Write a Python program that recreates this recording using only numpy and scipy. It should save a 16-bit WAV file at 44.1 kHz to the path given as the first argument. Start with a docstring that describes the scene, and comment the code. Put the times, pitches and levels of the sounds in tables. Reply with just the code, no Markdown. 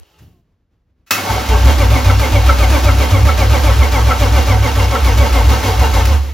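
"""Garage: a starter motor cranks a six-cylinder engine that does not fire.
A small pump winds down as a rough hum; the solenoid throws the pinion in with noise bursts and ringing modes.
Each compression loads the gears and slows them: tooth-rate whine, shaken block, drone, rattle, hiss.
Exhaust strokes of one bank boom as two pipe tones, rising as the piston climbs; squeaks come with the turns."""
import sys
import numpy as np
from scipy import signal
from scipy.fft import rfft, irfft, next_fast_len
from scipy.io import wavfile
from scipy.ndimage import uniform_filter1d

SR = 44100
rng = np.random.default_rng(int(sys.argv[2]) if len(sys.argv) > 2 else 0)


def inscribe(sig):
    """Save sig as 16-bit PCM at rate SR to the path in sys.argv[1].

    A 1-D sig is mono; a 2-D sig holds one channel per row.
    Samples are clipped to [-1, 1] before scaling.
    """
    pcm = np.round(np.clip(np.atleast_2d(sig).T, -1, 1) * 32767)
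    wavfile.write(sys.argv[1], SR, pcm.astype(np.int16))


N = 279153


def from_db(db):
    """Gain of a level in dB."""
    return 10 ** (np.asarray(db) / 20)


def rms_one(x):
    """Scale to rms 1."""
    return x / np.sqrt(np.mean(x ** 2) + 1e-20)


def in_time(rows):
    """Table columns after time, linearly interpolated per sample."""
    time_s, *columns = np.transpose(rows)
    return [np.interp(np.arange(N) / SR, time_s, column) for column in columns]


def at_hz(points, hz):
    """Spectrum table interpolated on a log-frequency axis."""
    table_hz, values = np.array(points).T[:2]
    return np.interp(np.log(hz), np.log(table_hz), values)


def drift(rate_hz):
    """Slow random signal, rms 1: two-pole lowpass noise, computed at SR / 40."""
    r = np.exp(-80 * np.pi * rate_hz / SR)
    noise = rng.standard_normal(N // 40 + 2002)
    slow = signal.lfilter([1], [1, -2 * r, r * r], noise)[2000:]
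    return np.interp(np.arange(N) / 40, np.arange(len(slow)), rms_one(slow))


def resonance(x, hz, width_hz):
    """Two-pole band, gain about 1 at its peak."""
    r = np.exp(-np.pi * width_hz / SR)
    zeros = np.array([1, 0, -1]) * (1 - r * r) / 2
    poles = [1, -2 * r * np.cos(2 * np.pi * hz / SR), r * r]
    return signal.lfilter(zeros, poles, x)


# left-right likeness: (frequency [Hz], likeness [0-1])
LIKENESS = [(380, 0.98), (950, 0.67), (2400, 1), (4500, 0.74), (7000, 0.69), (15000, 1)]
# phase lead of left over right: (frequency [Hz], lead [rad])
LEAD = [(100, 0), (430, .3), (1380, -.3), (3200, .5), (5200, .5), (6800, -.9), (8400, -3.0), (9400, -3.3),
        (11800, -6.2)]


def widen(mid, side):
    """Stereo: mid reaches left and right out of phase by LEAD, side enters with opposite signs."""
    hz = np.maximum(np.fft.rfftfreq(N, 1 / SR), 10)
    alike = np.clip(at_hz(LIKENESS, hz), 0, 1)
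    sign = np.array([[1], [-1]])
    direct = rfft(mid) * np.sqrt(1 + alike) * np.exp(.5j * at_hz(LEAD, hz) * sign)
    return irfft(direct + rfft(side) * np.sqrt(1 - alike) * sign, N)


def coloured(spectrum):
    """Stereo noise of the given spectrum, rms 1."""
    hz = np.maximum(np.fft.rfftfreq(N, 1 / SR), 10)
    mid, side = irfft(rfft(rng.standard_normal((2, N))) * from_db(at_hz(spectrum, hz)), N)
    return rms_one(widen(mid, side))


# block and bell housing modes: (frequency [Hz], base width [Hz], relative level [dB])
BODY = [(268, 35, -8.5), (441.4, 36, -3.5), (568.7, 45, 2), (747.3, 46, 3), (884.5, 73, 2),
        (1115, 68, -1.5), (1302, 140, -1.5), (1525, 17, -5.5), (1585, 16, -7), (2100, 22, -7.5),
        (2222, 37, -4.5), (2797, 39, -6.5), (3176, 38, -9.5)]


def through_body(x, spread, waver_db):
    """Sum of wavering body resonances, base widths times spread."""
    out = 0
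    for hz, width_hz, db in BODY:
        ring = resonance(resonance(x, hz, spread * width_hz), hz, spread * width_hz)
        out = out + from_db(db + waver_db * drift(16.0)) * ring / np.sqrt(width_hz / 50)
    return out


# starter effort, spin-up, long pull, key let go: (time [s], level [dB])
EFFORT = [(1.12, -7.5), (1.3, -1.5), (5.99, -1.5), (6.15, -7), (6.23, -18), (6.33, -26.5)]
# slow first compressions: (time [s], compressions passed [count])
SPIN_UP = [(1.12, 1.3), (1.24, 1.7), (1.488, 2.63), (1.655, 3.75)]
FIRST_COMPRESSION_S = 1.114   # a quarter stroke before the first exhaust stroke


def crank():
    """Half exhaust strokes passed, compressions passed, smoothed compressions per second, effort gain."""
    t = np.arange(N) / SR
    start_s = np.transpose(STROKES)[0]
    start_s = np.r_[FIRST_COMPRESSION_S, start_s, 2 * start_s[-1] - start_s[-2]]
    passed = np.r_[0, .5 + 2 * np.arange(len(start_s) - 1)]
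    early_s, early = np.transpose(SPIN_UP)
    half_strokes = np.interp(t, start_s, passed)
    count = np.interp(t, np.r_[early_s, start_s[3:]], np.r_[early, passed[3:]])
    rate = uniform_filter1d(np.gradient(count) * SR, size=SR // 3)
    clash_s = ENGAGE[-1][0]
    effort = from_db(in_time(EFFORT)[0]) * (t > clash_s)
    return half_strokes, count, rate, effort


# quiet room noise: (frequency [Hz], relative density [dB per Hz])
FLOOR = [(25, -3.5), (70, -5.5), (700, -33), (3600, -46), (16000, -62)]
FLOOR_DB = -58.5


def room_floor():
    """Steady coloured noise, slowly wavering."""
    return from_db(FLOOR_DB + 2 * drift(6.9)) * coloured(FLOOR)


# pump: (time [s], pitch [Hz], hum level [dB], thud level [dB], air level [dB])
PUMP = [(0, 415, -74, -90, -57.5), (.19, 433, -59, -56, -57), (.225, 413, -68, -38.5, -56),
        (.4, 342, -66, -56, -75), (.46, 340, -95, -75, -86)]
# pump air noise: (frequency [Hz], relative density [dB per Hz])
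AIR = [(180, -43), (300, -16), (2400, -28), (2850, -18), (3400, -26), (16000, -40)]
# pump low thud: (frequency [Hz], relative density [dB per Hz])
THUD = [(30, -25), (86, 0), (268, -16), (1200, -47)]


def pump():
    """Faint wavering three-harmonic hum, falling in pitch, plus air noise and a low thud."""
    hz, hum_db, thud_db, air_db = in_time(PUMP)
    turn = 2 * np.pi * np.cumsum(hz) / SR
    hum = sum(from_db(-5 * k + 2.9 * drift(21.4)) * np.sin((k + 1) * turn) for k in range(3))
    live = hum_db > PUMP[-1][2]
    thud = from_db(thud_db) * coloured(THUD)
    air = from_db(air_db) * coloured(AIR)
    return live * (from_db(hum_db) * hum + thud + air)


# pump switch, solenoid tick, pinion thrown out, pinion clash:
# (time [s], level before crack [dB], t60 [s], rise [s])
ENGAGE = [(0.182, -43, .15, 0.012), (1.062, -43, 0.7, 0.015), (6.052, -17, 0.18, 0.0027),
          (1.107, -5.5, 0.34, 0.0023)]
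# pinion and starter nose modes: (frequency [Hz], relative level [dB])
PINION = [(1330, -14), (2600, 1.5), (5460, -8)]
# broad crash: (frequency [Hz], relative density [dB per Hz])
CLASH = [(120, -28.5), (200, -7), (870, -12.5), (1320, 0), (2700, -8), (6600, -8), (12000, -13.5)]
PINION_WIDTH_HZ, RING_DB = 100, 4
CRACK_DB, CRACK_S = 7, 0.0075   # louder crack opening each burst, its decay constant


def engage():
    """Fast-dying impacts: a broad crash and the ringing pinion modes."""
    t = np.arange(N) / SR
    fade = 0
    for time_s, db, t60_s, rise_s in ENGAGE:
        since_s = np.maximum(t - time_s, 0)
        burst_db = db - 60 * since_s / t60_s + CRACK_DB * np.exp(-since_s / CRACK_S)
        fade = fade + from_db(burst_db) * np.clip((t - time_s) / rise_s, 0, 1)
    blows = fade * rng.standard_normal((2, N))
    rings = sum(from_db(db) * resonance(blows, hz, PINION_WIDTH_HZ) for hz, db in PINION)
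    return from_db(-6.0) * fade * coloured(CLASH) + from_db(RING_DB) * widen(*rings)


# pinion sliding in: (time [s], pitch [Hz], mean level [dB])
WHIR = [(1.11, 1230, -30), (1.185, 1367, -26), (1.22, 1390, -39)]


def whir():
    """Rising sine of the pinion, roughened by fast level drift."""
    hz, db = in_time(WHIR)
    t = np.arange(N) / SR
    live = (t > WHIR[0][0]) & (t < WHIR[-1][0])
    return live * from_db(db + 5 * drift(70)) * np.sin(2 * np.pi * np.cumsum(hz) / SR)


# slack take-up moment of each of the six cylinders: [share of compression interval]
JOLT_SHARES = [.58, .70, .63, .715, .655, .545]


def taken_up(count):
    """Count bent so each cylinder's jolt falls on the rise of the load table."""
    k = np.arange(int(count.max()) + 2)[:, None]
    jolt = np.array(JOLT_SHARES)[k % 6]
    free, rise = LOAD[3][0], LOAD[4][0]
    actual = k + np.c_[0 * jolt + free, jolt, 0 * jolt + 1]
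    nominal = k + [free, rise, 1]
    return np.interp(count, actual.ravel(), nominal.ravel())


RATTLE_PER_S, RATTLE_DB = 600, -33.5   # contact rate at 0 dB load; rms level


def rattle(load_db):
    """Loose metal contacts: random clicks, denser under load, each ringing one of 12 pitches."""
    sizes = from_db(2.2 * np.minimum(rng.exponential(1, N), 5)) * rng.choice([-1, 1], N)
    born = rng.random(N) < RATTLE_PER_S * from_db(load_db + 3 * drift(8)) / SR
    pitches_hz = np.geomspace(2500, 6500, 12)
    dealt = rng.integers(0, len(pitches_hz), N)
    rings = 0
    for k, hz in enumerate(pitches_hz):
        rings = rings + resonance(sizes * born * (dealt == k) + 1e-18, hz, PINION_WIDTH_HZ)
    return from_db(RATTLE_DB) * rms_one(widen(rings, np.roll(rings, SR // 70)))


# one compression; teeth take up slack with a jolt, lose contact past the top:
# (interval share [0-1], relative load [dB], relative tooth noise [dB], relative whine [dB])
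LOAD = [(0, 1.5, 0.5, 1), (.2, 1, -0.5, -6), (.32, -1, -2, -13), (.45, -4, -2.5, -21), (.64, -6, -2, -24),
        (.69, -2.5, -1.5, -8), (.85, 0, 0, -1)]
# gear whine: (multiple of tooth rate, relative level [dB])
MESH = [(1, -29), (2, -26.5), (3, -34), (4, -29.5)]
# armature whine: (multiple of tooth rate, relative level [dB])
ARMATURE = [(8, -1), (12, -11)]
# slow colour: (time [s], housing drone [dB], gear whine [dB], armature whine [dB])
STARTER = [(1.21, -34, -16, -44), (1.27, -16.5, -29, -35), (1.38, -31, -3.5, -45), (1.55, -22, 2, -34),
           (1.7, -32.5, 1, -24), (4.6, -28.5, 1, -25), (6.1, -27, 0.5, -28.5)]
# tooth and brush noise: (frequency [Hz], relative density [dB per Hz])
GRIND = [(76, -48), (150, -10), (280, -2), (400, -10), (680, -12), (1000, -9.5), (1700, -13.5),
         (3500, -15.5), (6600, -19.5), (11000, -24.5), (16000, -30.5)]
BODY_DB, GRIND_DB = -20.5, -21   # before load and effort
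DRONE_HZ, DRONE_WIDTH_HZ = 884, 62   # width of each of two passes
TEETH = 37.3   # ring gear teeth per compression
SPEED_SWING, FASTEST_AT = 0.1144, .72   # share of speed, share of interval
JOLT_DB, JOLT_FADE = -2, 0.12   # mean level over the hiss at full effort, share of interval
HISS_FOLLOWS = .7   # exponent on effort: hiss runs on after the key is let go


def starter(count, rate, effort):
    """Gear and armature whine, ringing block, drone, rattle and hiss, driven by tooth load."""
    share, *levels = np.transpose(LOAD)
    bent = taken_up(count)
    since_jolt = np.maximum(bent - LOAD[4][0], 0) % 1
    load_db, noise_db, mesh_db = (np.interp(bent, share, db, period=1) for db in levels)
    drone_db, gear_db, armature_db = in_time(STARTER)

    # slows up each compression, speeds up past it
    swing = 1 + SPEED_SWING * np.cos(2 * np.pi * (count - FASTEST_AT))
    tooth = np.cumsum(TEETH * rate * swing * (1 + 0.00799 * drift(29.4))) / SR

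    whine = 0
    for k, db in MESH:
        whine = whine + from_db(db + gear_db + mesh_db + 1.6 * drift(22.0)) * np.sin(2 * np.pi * k * tooth)
    rough = 1 + .45 * drift(110)   # uneven brush contact smears the line
    armature = sum(from_db(db) * np.sin(2 * np.pi * k * tooth) for k, db in ARMATURE)
    whine = whine + from_db(armature_db + mesh_db) * rough * armature
    whine = whine + through_body(whine, spread=4.84, waver_db=1)   # lines flare crossing a resonance
    whine = widen(whine, np.roll(whine, SR // 90))

    # tooth contacts modulate the noise shaking the block
    shake = rng.standard_normal((2, N)) * (1 + 0.58 * np.cos(2 * np.pi * tooth))
    block = rms_one(widen(*through_body(shake, spread=1.04, waver_db=2.0)))
    block = from_db(BODY_DB + 1.09 * load_db) * block

    drone = resonance(rng.standard_normal((2, N)), DRONE_HZ, DRONE_WIDTH_HZ)
    drone = resonance(drone, DRONE_HZ, DRONE_WIDTH_HZ)
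    drone = from_db(drone_db + 0.71 * load_db + 0.86 * drift(8.7)) * rms_one(widen(*drone))

    hiss = from_db(GRIND_DB + noise_db + 0.99 * drift(9.7)) * coloured(GRIND)
    jolt = from_db(JOLT_DB + 2 * drift(3.0)) * np.exp(-since_jolt / JOLT_FADE)
    hiss = hiss * (1 + (count > 2) * effort * jolt)
    metal = whine + block + drone + rattle(1.2 * noise_db)
    return effort * metal + effort ** HISS_FOLLOWS * hiss


# dull block knocks, the first as the pinion seats: (time [s], blow level [dB])
KNOCKS = [(1.176, -3), (1.689, -1.5), (5.835, -3)]
KNOCK_T60_S = 0.13


def knocks():
    """Decaying noise blows ringing the block."""
    t = np.arange(N) / SR
    fade = 0
    for time_s, db in KNOCKS:
        fade = fade + from_db(db - 60 * np.maximum(t - time_s, 0) / KNOCK_T60_S) * (t > time_s)
    blow = fade * rng.standard_normal((2, N))
    return widen(*through_body(blow + 1e-18, spread=1.9, waver_db=1.5))


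# exhaust strokes, each pushing the pipe twice: (start [s], lower tone first push [dB],
# lower second push [dB], upper tone first push [dB], upper second push [dB])
STROKES = [(1.203, -10, -26.5, -17, -25.5), (1.49, -3, -11, -24, -16), (1.76, -6.5, -14.5, -19, -13),
           (2.034, -5, -15, -11, -19), (2.303, -9, -10, -11.5, -18.5), (2.565, -6, -13, -18.5, -20.5),
           (2.825, -5, -14.5, -11.5, -22), (3.09, -17, -9.5, -12, -17), (3.356, -5.5, -13, -18.5, -12),
           (3.624, -4.5, -12, -15, -21), (3.9, -8, -12.5, -21, -16), (4.176, -8, -12, -15, -20),
           (4.455, -7.5, -19, -15, -13), (4.736, -9.5, -18.5, -14, -21.5), (5.022, -7, -12.5, -20, -15.5),
           (5.313, -3.5, -13.5, -23.5, -14), (5.61, -19, -11.5, -18, -19), (5.913, -8, -12.5, -16.5, -22),
           (6.216, -13.5, -40, -42, -38.0)]
# through a stroke: (stroke share [0-1], second-push share [0-1], lower tone [dB], upper tone [dB])
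PUSH = [(0, 0, -4.5, -29), (.12, 0.14, -2.5, 4), (.45, 0.41, -2, 0.5), (.63, 1, 6, 2),
        (.8, 0.96, -1.5, -9.5), (.96, 0.81, -3, -14)]
# mean pitch through a stroke: (stroke share [0-1], lower tone [Hz], upper tone [Hz])
PIPE_HZ = [(0, 57.02, 90.3), (0.501, 61.49, 98.95), (.7, 67.92, 106), (1, 72.9, 107)]
# before the first push: lower tone, upper tone [dB]
BEFORE_PUSH_DB = [-56, -33.5]
FIRST_PUSH = 0.31   # share of the first stroke before the pipe sounds
STOP_SHARE = 0.78   # crank coasts to rest: pitch holds at this share of the last full stroke


def exhaust(half_strokes):
    """Two pipe tones, rising as cylinder volume shrinks; level moves from first push to second."""
    strokes = (half_strokes - .5) / 2
    row = np.clip(strokes, 0, len(STROKES) - 1).astype(int)
    done = strokes % 1
    pushes = np.array(STROKES)[row, 1:].T.reshape(2, 2, N)
    share, second, *shapes = np.transpose(PUSH)
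    second = np.interp(done, share, second)
    pitch_share, *pitches = np.transpose(PIPE_HZ)
    pitch_done = np.minimum(strokes, len(STROKES) - 2 + STOP_SHARE) % 1
    out = 0
    for (first_db, second_db), shape_db, pitch, early_db in zip(pushes, shapes, pitches, BEFORE_PUSH_DB):
        hz = uniform_filter1d(np.interp(pitch_done, pitch_share, pitch), size=SR // 50)
        hz = hz * (1 + 0.03167 * drift(10.38) + 0.031 * drift(28.7))
        db = first_db + (second_db - first_db) * second + np.interp(done, share, shape_db)
        gain = from_db(np.where(strokes < FIRST_PUSH, early_db, db)) * (half_strokes > 0)
        gain = uniform_filter1d(gain, size=SR // 60) * from_db(2.0 * drift(19.3))
        out = out + np.sqrt(2) * gain * np.sin(2 * np.pi * np.cumsum(hz) / SR)
    return widen(out, 1.25 * np.roll(out, SR // 30)) * from_db([[-3.6], [-2.4]])


# squeak about once a turn: (time [s], relative level [dB])
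SQUEAKS = [(2.094, -8), (2.489, -4), (2.883, -7), (3.287, -5.5), (3.691, -12), (4.106, -4.5), (4.949, -7.5)]
SQUEAK_START_HZ = 1341


def squeaks(rise_s=0.0082, fall_s=0.0081):
    """Short bursts of a slightly falling tone with narrow-band noise."""
    out, t = np.zeros(N), np.arange(SR // 10) / SR
    shape = (1 - np.exp(-t / rise_s)) ** 2 * np.exp(-t / fall_s)
    tone = np.sin(2 * np.pi * SQUEAK_START_HZ * t * (1 - .5 * t))
    for time_s, db in SQUEAKS:
        noise = rng.standard_normal(len(t))
        rough = .5 * rms_one(resonance(noise, SQUEAK_START_HZ, 120))
        i = round(time_s * SR)
        out[i:i + len(t)] += from_db(db - 5.0) * shape / shape.max() * (tone + rough)
    return widen(out, 0 * out) / np.sqrt(2)


GARAGE_T60_S, GARAGE_DB = 0.13, -9   # t60 at 3 kHz


def garage(x):
    """Room echo: feedback delays, eight a side, decaying faster in the treble."""
    size = next_fast_len(N + SR)
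    hz = np.fft.rfftfreq(size, 1 / SR)
    spectrum, out = rfft(x, size), np.zeros((2, len(hz)), complex)
    for k, lag_s in enumerate(rng.uniform(.02, .055, 16)):
        loss = from_db(-60 * lag_s / GARAGE_T60_S * (0.5 + hz / 6000))
        loop = loss * np.exp(-2j * np.pi * hz * lag_s)
        out[k % 2] += spectrum * loop / (1 - loop) * (-1) ** (k // 2)
    return irfft(out, size)[:, :N]


def scene():
    """Starter metal and its garage echo, exhaust, pump, quiet room."""
    half_strokes, count, rate, effort = crank()
    metal = engage() + whir() + starter(count, rate, effort) + knocks() + squeaks()
    echo = from_db(GARAGE_DB) * garage(metal.mean(axis=0))
    return room_floor() + pump() + metal + exhaust(half_strokes) + echo


STOPBAND_HZ = 16250   # 60 dB down from here up


def record(dry):
    """Cut the lowest bass, round the peaks, cut the top."""
    highpass = signal.butter(3, 46, "high", fs=SR, output="sos")
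    lowpass = signal.cheby2(22, 60, STOPBAND_HZ, fs=SR, output="sos")
    thin = signal.sosfilt(highpass, dry)
    rounded = 1.38 * np.tanh(thin / 1.384)
    return signal.sosfilt(lowpass, rounded)


dry = scene()
out = record(dry)
inscribe(out)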